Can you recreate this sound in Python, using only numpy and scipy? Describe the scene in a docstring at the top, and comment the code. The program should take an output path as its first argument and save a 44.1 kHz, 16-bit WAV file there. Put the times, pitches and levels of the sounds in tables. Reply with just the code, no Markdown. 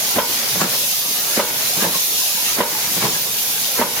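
"""Gushing water surges into a steel slam: a big hydraulic ram pump, cycling about every 1.2 s.
The jets from its open waste valves swell as they close; the plate hits its seat and rings the body.
The water column recoils, the valves clatter open, the drive pipe rumbles and spray rains down.
A river rushes behind it. Gain control ducks the level at each slam."""
import sys
import numpy as np
from scipy import signal
from scipy.fft import rfft, irfft, next_fast_len
from scipy.io import wavfile
from scipy.ndimage import uniform_filter1d, map_coordinates

SR = 44100
rng = np.random.default_rng(int(sys.argv[2]) if len(sys.argv) > 2 else 0)


def file_out(sig):
    """Save sig as 16-bit WAV at sys.argv[1]."""
    # one column per channel
    cols = np.atleast_2d(sig).T
    # limit, then scale
    lim = np.clip(cols, -1, 1)
    pcm = np.round(lim * 32767).astype(np.int16)
    wavfile.write(sys.argv[1], SR, pcm)


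N = 176400
T = np.arange(N) / SR

# Valve closures. Each row: start in seconds, slam and surge levels in relative dB,
# rebound lag in seconds, rebound level in dB against the slam.
CLOSURES = [(0.184, -11.5, -15, 0.0048, -7), (1.3940, -12.5, -13, 0.0049, -1),
            (2.6037, -12.5, -14.5, 0.00657, -7), (3.8131, -12, -12.5, .0078, -3)]
# Valve plate modes. Each row: frequency in Hz, level in dB, T60 in seconds.
PLATE_MODES = [(221, -15.5, 0.078), (407, -13.5, 0.029), (559, 0.5, 0.032), (958, -3.5, 0.058),
               (1060, -7, 0.022), (1222, -10, 0.032), (1528, -15.5, 0.091), (2017, -14.5, 0.05)]
# Water hammer and wash spectra. Each row: frequency in Hz, level in dB.
HAMMER_SPECTRUM = [(50, -54), (120, -35), (200, 8), (300, -43), (560, -26.5), (720, -9), (1000, 1),
                   (1500, 3.5), (2100, -5), (3000, -1), (9000, -34)]
WASH_SPECTRUM = [(150, -9), (400, 7), (600, -12), (800, 0), (1050, 4), (1400, -11), (3000, -39)]

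def slams(chatter_s=0.011, chatter_db=-11, tick_loss_db=1):
    """The plate hits its seat, rebounds and chatters, with water hammer and a fading wash."""
    contacts = []
    for s, db, _, lag_s, rebound_db in CLOSURES:
        ticks_s = s + lag_s + chatter_s * np.cumsum(1 + 0.158 * rng.uniform(-1.03, 1, size=5))
        contacts += [(s, db), (s + lag_s, db + rebound_db)]
        contacts += [(tick, db + chatter_db - tick_loss_db * k) for k, tick in enumerate(ticks_s)]
    plate = amp(5) * struck(PLATE_MODES, contacts, attack_s=0.00023)
    hammer = sum(amp(db - 5) * burst(s + 0.0055, 0.0056, 0.15) for s, db, *_ in CLOSURES)
    wash = sum(amp(db - 17) * burst(s + 0.006, 0.026, 0.74) for s, db, *_ in CLOSURES)
    return plate + hammer * rush(HAMMER_SPECTRUM) + wash * patter(WASH_SPECTRUM, per_s=990)


# Closing surge spectrum. Each row: frequency in Hz, level in dB.
SURGE_SPECTRUM = [(40, -30), (90, -4), (125, -5), (180, -6.5), (240, 1), (340, 2), (460, 5), (650, -1),
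                  (1000, -2.5), (2000, -3), (5000, -16)]
# Seating knock modes. Each row: frequency in Hz, level in dB, T60 in seconds.
SEATING_MODES = [(226.5, 2.5, 0.093), (337, -4.5, 0.066), (470, 2, 0.06)]

def surge(lead_s=0.017, knock_lead_s=0.0205, t60_s=0.23):
    """Jets swell as the valves close; water squeezes through the gap with a low knock."""
    jet_hz_db = [(200, -49), (500, -3), (1000, 4.5), (2200, 0.5), (6000, -50)]
    jets = amp(-32) * sum(burst(s - lead_s, 1.0, t60_s) for s, *_ in CLOSURES)
    swell = sum(amp(db - 4.5) * burst(s - lead_s, 0.026, t60_s) for s, _, db, *_ in CLOSURES)
    seatings = [(s - knock_lead_s, db - 1) for s, _, db, *_ in CLOSURES]
    knock = struck(SEATING_MODES, seatings, attack_s=0.0028)
    return jets * rush(jet_hz_db, patchy_db=7) + swell * rush(SURGE_SPECTRUM, patchy_db=3.5) + knock


# Recoil blows. Each row: time in seconds, relative level in dB, rise in seconds,
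# rattle T60 in seconds, bass offset in dB.
RECOIL_BLOWS = [(.556, -26.5, 0.012, 0.24, 8.5), (0.615, -14.5, 0.026, 0.24, 2),
                (.639, -18, 0.022, 0.18, 3), (0.749, -23.5, 0.11, 0.092, -5), (1.774, -24, 0.019, 0.11, 3),
                (1.822, -18, 0.044, 0.29, -1), (1.843, -16.5, 0.034, 0.22, 1), (1.866, -24.5, .012, .15, 9),
                (1.954, -24, 0.055, 0.1, -1), (2.972, -24, 0.02, 0.059, 3.5),
                (3.023, -19.5, 0.034, .15, -5), (3.037, -20, 0.015, .12, 4), (3.051, -16.5, 0.026, 0.2, 2),
                (3.081, -28.5, .012, 0.19, 8), (3.157, -28, 0.072, 0.13, -2.5),
                (3.977, -24.5, 0.051, .12, -16)]
# Pipe knock modes. Each row: frequency in Hz, level in dB, T60 in seconds.
PIPE_MODES = [(181.3, 1, 0.12), (346.4, -7.5, 0.14), (456, -3, 0.069)]
# Rattle and thud spectra. Each row: frequency in Hz, level in dB.
RATTLE_SPECTRUM = [(200, -46), (330, -22), (460, -11), (560, -9), (700, -6.5), (900, -4.5), (1100, -3),
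                   (1300, -8.5), (1600, -5), (2200, -10), (4000, -13.5), (9000, -19.5)]
THUD_SPECTRUM = [(40, -35), (80, -9), (125, -9), (190, -1), (240, 1.5), (300, -6), (360, -10), (450, -0.5),
                 (600, -3.5), (1500, -19)]

def recoil(thud_lag_s=0.0014, thud_t60_ratio=1.55):
    """The column recoils: valves drop open with a clank, a pipe knock, a rattle and a dull thud."""
    rattle_power = thud_power = 0
    clanks, knocks = [], []
    for s, db, rise_s, t60_s, bass_db in RECOIL_BLOWS:
        rattle_power += (amp(db) * burst(s, rise_s, t60_s)) ** 2
        thud_shape = burst(s + thud_lag_s, rise_s, t60_s * thud_t60_ratio)
        thud_power += (amp(db + bass_db - 9) * thud_shape) ** 2
        clanks.append((s, db - 3))
        knocks.append((s, db + bass_db - 3))
    clank = struck(PLATE_MODES, clanks, attack_s=0.001)
    knock = struck(PIPE_MODES, knocks, attack_s=0.002)
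    rattle = amp(-1 + 0.44 * wobble(150)) * np.sqrt(rattle_power) * rush(RATTLE_SPECTRUM)
    thud = np.sqrt(thud_power) * rush(THUD_SPECTRUM, patchy_db=-1)
    return clank + knock + rattle + thud


# Stem drops. Each row: start in seconds, pitch in Hz, level in dB, T60 in seconds.
STEM_DROPS = [(0.612, 1120, -2.5, 0.029), (1.844, 886, -12, 0.075), (1.849, 665, -10, 0.032),
              (1.943, 1070, -24, 0.18), (2.745, 860, -23, 0.17), (3.050, 1006, -7, .04),
              (3.145, 1650, -24, 0.14)]

def stem_clinks(attack_s=0.0043, jitter_rad=0.27):
    """Valve stems drop with short, unsteady metallic notes."""
    out = np.zeros(N)
    for s, hz, db, t60_s in STEM_DROPS:
        t = np.maximum(T - s, 0)
        envelope = amp(db - 60 * t / t60_s) * (1 - np.exp(-t / attack_s))
        out += envelope * np.sin(2 * np.pi * hz * t + jitter_rad * wobble(250))
    return out


# Steel body modes. 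Each row: frequency in Hz, level in dB, T60 in seconds.
BODY_MODES = [(475, 0, 0.5), (594, -1.5, 0.46), (851, -3, 0.54), (930, 1.5, 0.41), (949, 2.5, 0.41),
              (1018, -5, 0.69), (1472, -6, 0.77), (2220, -5, 0.6)]

def body_ring(level_db=-36, recoil_db=-6):
    """The steel body rings on, wide in stereo, after every slam and recoil blow."""
    blows = [(s, db) for s, db, *_ in CLOSURES] + [(s, db + recoil_db) for s, db, *_ in RECOIL_BLOWS]
    stereo_pair = [struck(BODY_MODES, blows, attack_s=0.018, scatter=0.00483) * amp(1.8 * wobble(40))
                   for _ in range(2)]
    return amp(level_db) * spread(np.array(stereo_pair), np.ones_like)


# Valve outflow, in three runs. Each row: time in seconds, gush and mist levels in relative dB.
OUTFLOW = [
    [(0.33, -28.5, -27.5), (0.4, -27.5, -29.5), (0.57, -27.5, -27.5), (0.658, -28, -31.5),
     (0.696, -26.5, -26.5), (1.072, -29, -28), (1.36, -27, -27)],
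    [(1.55, -29.5, -28), (1.676, -26.5, -26), (1.72, -28.5, -28), (1.802, -26.5, -27),
     (2.068, -28.5, -26.5), (2.56, -27.5, -27.5), (2.57, -30.5, -29.5)],
    [(2.76, -29.5, -28), (2.972, -27, -28.5), (3.026, -27.5, -31), (3.332, -29, -27), (3.358, -30.5, -28.5),
     (3.384, -28.5, -27), (3.78, -29, -28)],
]
# Gush and mist spectra. Each row: frequency in Hz, level in dB.
GUSH_SPECTRUM = [(800, -55), (1800, -14.5), (2600, -4), (3600, -0.5), (5000, 0), (6500, 0.5), (7400, -4),
                 (8100, -10), (10000, -6), (16000, -18)]
MIST_SPECTRUM = [(6000, -40), (8200, -8.5), (9000, -5), (10200, -2), (11200, 4), (12200, 2.5), (12900, -1),
                 (14300, -0.5), (14800, 5), (15800, -7.5)]

def valve_gush():
    """Water churns out of the waste valves, with drops and a hiss of fine mist."""
    times_s, *levels = np.transpose(np.concatenate(OUTFLOW))
    gush_db, mist_db = [np.interp(T, times_s, level) for level in levels]
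    churn_db = 0.55 * wobble(21.05)
    gush = amp(gush_db + 6 + churn_db + 0.71 * wobble(11)) * rush(GUSH_SPECTRUM)
    drops = amp(gush_db - 4) * patter(GUSH_SPECTRUM, per_s=410)
    mist = amp(mist_db + 5.5 + churn_db + 0.38 * wobble(7.8)) * rush(MIST_SPECTRUM)
    return gush + drops + mist


def falling_spray(delay_s=0.25, rise_s=0.53, t60_s=0.96, level_db=-31):
    """Water thrown up by each slam rains back down."""
    rain_hz_db = [(200, -21), (450, -15), (800, -1), (2000, 1), (6000, -17), (12000, -26)]
    shower = sum(burst(s + delay_s, rise_s, t60_s) for s, *_ in CLOSURES)
    return amp(level_db) * shower * patter(rain_hz_db, per_s=2000)


# Column swings. Each row: peak in seconds after the slam, level in dB, rise and T60 in seconds.
COLUMN_SWINGS = [(.17, -39.5, 0.24, 0.99), (.44, -31, 0.24, 1)]
# Rumble offset in dB, one per cycle.
CYCLE_RUMBLE_DB = [-1.5, -2.5, 1.5, 2]
# Drive pipe spectrum. 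Each row: frequency in Hz, level in dB.
RUMBLE_SPECTRUM = [(30, -33), (60, -34), (85, -27), (120, 6), (160, -4.5), (230, -3), (320, -30),
                   (800, -21)]

def pipe_rumble():
    """The drive pipe rumbles twice a cycle as the water column swings back and forth."""
    power = 0
    for (s, *_), cycle_db in zip(CLOSURES, CYCLE_RUMBLE_DB):
        for delay_s, db, rise_s, t60_s in COLUMN_SWINGS:
            power += (amp(db + cycle_db) * burst(s + delay_s, rise_s, t60_s)) ** 2
    return amp(0.55 * wobble(49)) * np.sqrt(power) * rush(RUMBLE_SPECTRUM, patchy_db=-5)


# Current and splash spectra. Each row: frequency in Hz, level in dB.
CURRENT_SPECTRUM = [(25, -9), (55, -16), (90, -5), (130, -2), (240, 0.5), (300, -3), (450, 1), (900, 0.5),
                    (1600, -11.5), (4000, -11), (10000, -25)]
SPLASH_SPECTRUM = [(300, -17), (700, -10), (1400, 35.5), (2500, 40), (5000, -80), (10000, -69)]

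def river(ebb_delay_s=0.81, ebb_half_width_s=0.24):
    """The river rushes and splashes on rocks; the sound ebbs once the spray has fallen."""
    ebb_db = -7 * sum(np.exp(-((T - s - ebb_delay_s) / ebb_half_width_s) ** 2) for s, *_ in CLOSURES)
    current = amp(-34.5 + 0.29 * ebb_db + 0.071 * wobble(27.6)) * rush(CURRENT_SPECTRUM)
    splash = amp(-35.5 + ebb_db + 1.5 * wobble(18)) * patter(SPLASH_SPECTRUM, per_s=2800)
    return current + splash


def struck(modes, blows, attack_s, scatter=0.029):
    """Damped modes rung by (seconds, dB) blows; level and tuning vary per blow."""
    out = np.zeros(N + SR)
    t = np.arange(SR // 2) / SR
    onset = 1 - np.exp(-t / attack_s)
    for s, db in blows:
        for k, (hz, mode_db, t60_s) in enumerate(modes):
            jitter_db, detune = rng.standard_normal(2)
            decay = amp(db + mode_db + jitter_db - 60 * t / t60_s)
            tone = (-1) ** k * np.sin(2 * np.pi * hz * (1 + scatter * detune) * t)
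            out[round(s * SR):][:len(t)] += onset * decay * tone
    return signal.sosfilt(signal.butter(2, 130, "high", fs=SR, output="sos"), out[:N])


def rush(spectrum, patchy_db=2.5):
    """Turbulent stereo noise, with random gain patches in time and frequency."""
    bins = signal.stft(rng.standard_normal((2, N)), nperseg=1024)[2]
    patches = uniform_filter1d(rng.standard_normal(bins.shape[1:]), size=3, axis=0)
    patches = uniform_filter1d(patches, size=5, axis=1)
    pair = signal.istft(bins * amp(patchy_db * unit(patches)), nperseg=1024)[1][:, :N]
    return spread(pair, lambda hz: amp(along(spectrum, hz)))


def patter(spectrum, per_s):
    """Two streams of tiny random impacts, mixed to stereo."""
    hits = (rng.random((2, N)) < per_s / SR) * rng.standard_normal((2, N))
    return spread(hits, lambda hz: amp(along(spectrum, hz)))


# Stereo width. Each row: frequency in Hz, left-right correlation.
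CORRELATION = [(40, 0.71), (130, 1), (300, 0.94), (600, 0.75), (950, 0.33), (1500, 0.08), (2400, -0.041),
               (6000, 0.007), (15000, 0.15)]

def spread(pair, response):
    """Colour two unrelated signals into stereo of rms 1: bass centred, treble wide."""
    def mid_side_gains(hz):
        angle = np.arccos(np.clip(along(CORRELATION, hz), -1, 1)) / 2
        return response(hz) * np.array([np.cos(angle), np.sin(angle)])
    mid, side = filtered(pair, mid_side_gains)
    return unit(np.array([mid + side, mid - side]))


def burst(peak_s, rise_s, t60_s):
    """Envelope: up 20 dB per rise_s, then down 60 dB per t60_s."""
    return amp(np.minimum(20 * (T - peak_s) / rise_s, -60 * (T - peak_s) / t60_s))


def wobble(knots_per_s):
    """Smooth random curve."""
    return map_coordinates(rng.standard_normal(1024), [T * knots_per_s], mode="wrap")


def filtered(x, response):
    """Apply the gain response(hz)."""
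    size = next_fast_len(N + SR // 2)
    return irfft(rfft(x, size) * response(np.fft.rfftfreq(size, 1 / SR)), size)[..., :N]


def along(points, hz):
    """Interpolate (Hz, value) points on a log axis."""
    knots_hz, values = np.transpose(points)
    return np.interp(np.log(hz + 1), np.log(knots_hz + 1), values)


def amp(db):
    """Decibels to gain."""
    return 10 ** (np.asarray(db) / 20)


def unit(x):
    """Scale to rms 1."""
    return x / np.sqrt(np.mean(x ** 2) + 1e-20)


# Stereo balance. Each row: frequency in Hz, left minus right in dB.
BALANCE = [(60, -3), (130, -0.5), (290, -0.5), (640, -2), (1410, -1.0), (3100, 0.5), (6820, 0.0),
           (15000, -3)]

def scene():
    """Water and pump, balanced left to right."""
    water = valve_gush() + river() + falling_spray()
    pump = surge() + slams() + body_ring() + recoil() + stem_clinks() + pipe_rumble()
    return filtered(water + pump, lambda hz: amp(along(BALANCE, hz) * np.array([[0.5], [-0.5]])))


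def record(dry):
    """Gain control ducks after loud blows and recovers slowly; peaks are rounded, the top is cut."""
    threshold_db, slope, attack_s, release_db_per_s = -17, 0.65, 0.016, 29
    ceiling, top_hz = 0.9, 15900
    power = uniform_filter1d(np.mean(dry ** 2, axis=0), size=500)
    level_db = 10 * np.log10(np.abs(power) + 1e-12)
    cut_db = slope * np.maximum(level_db - threshold_db, 0)
    held_db = np.maximum.accumulate(cut_db + release_db_per_s * T) - release_db_per_s * T
    pole = np.exp(-1 / (attack_s * SR))
    ducked = dry * amp(-signal.lfilter([1 - pole], [1, -pole], held_db))
    rounded = ducked / (1 + (ducked / ceiling) ** 6) ** (1 / 6)
    return filtered(rounded, lambda hz: hz < top_hz)


dry = scene()
out = record(dry)
file_out(out)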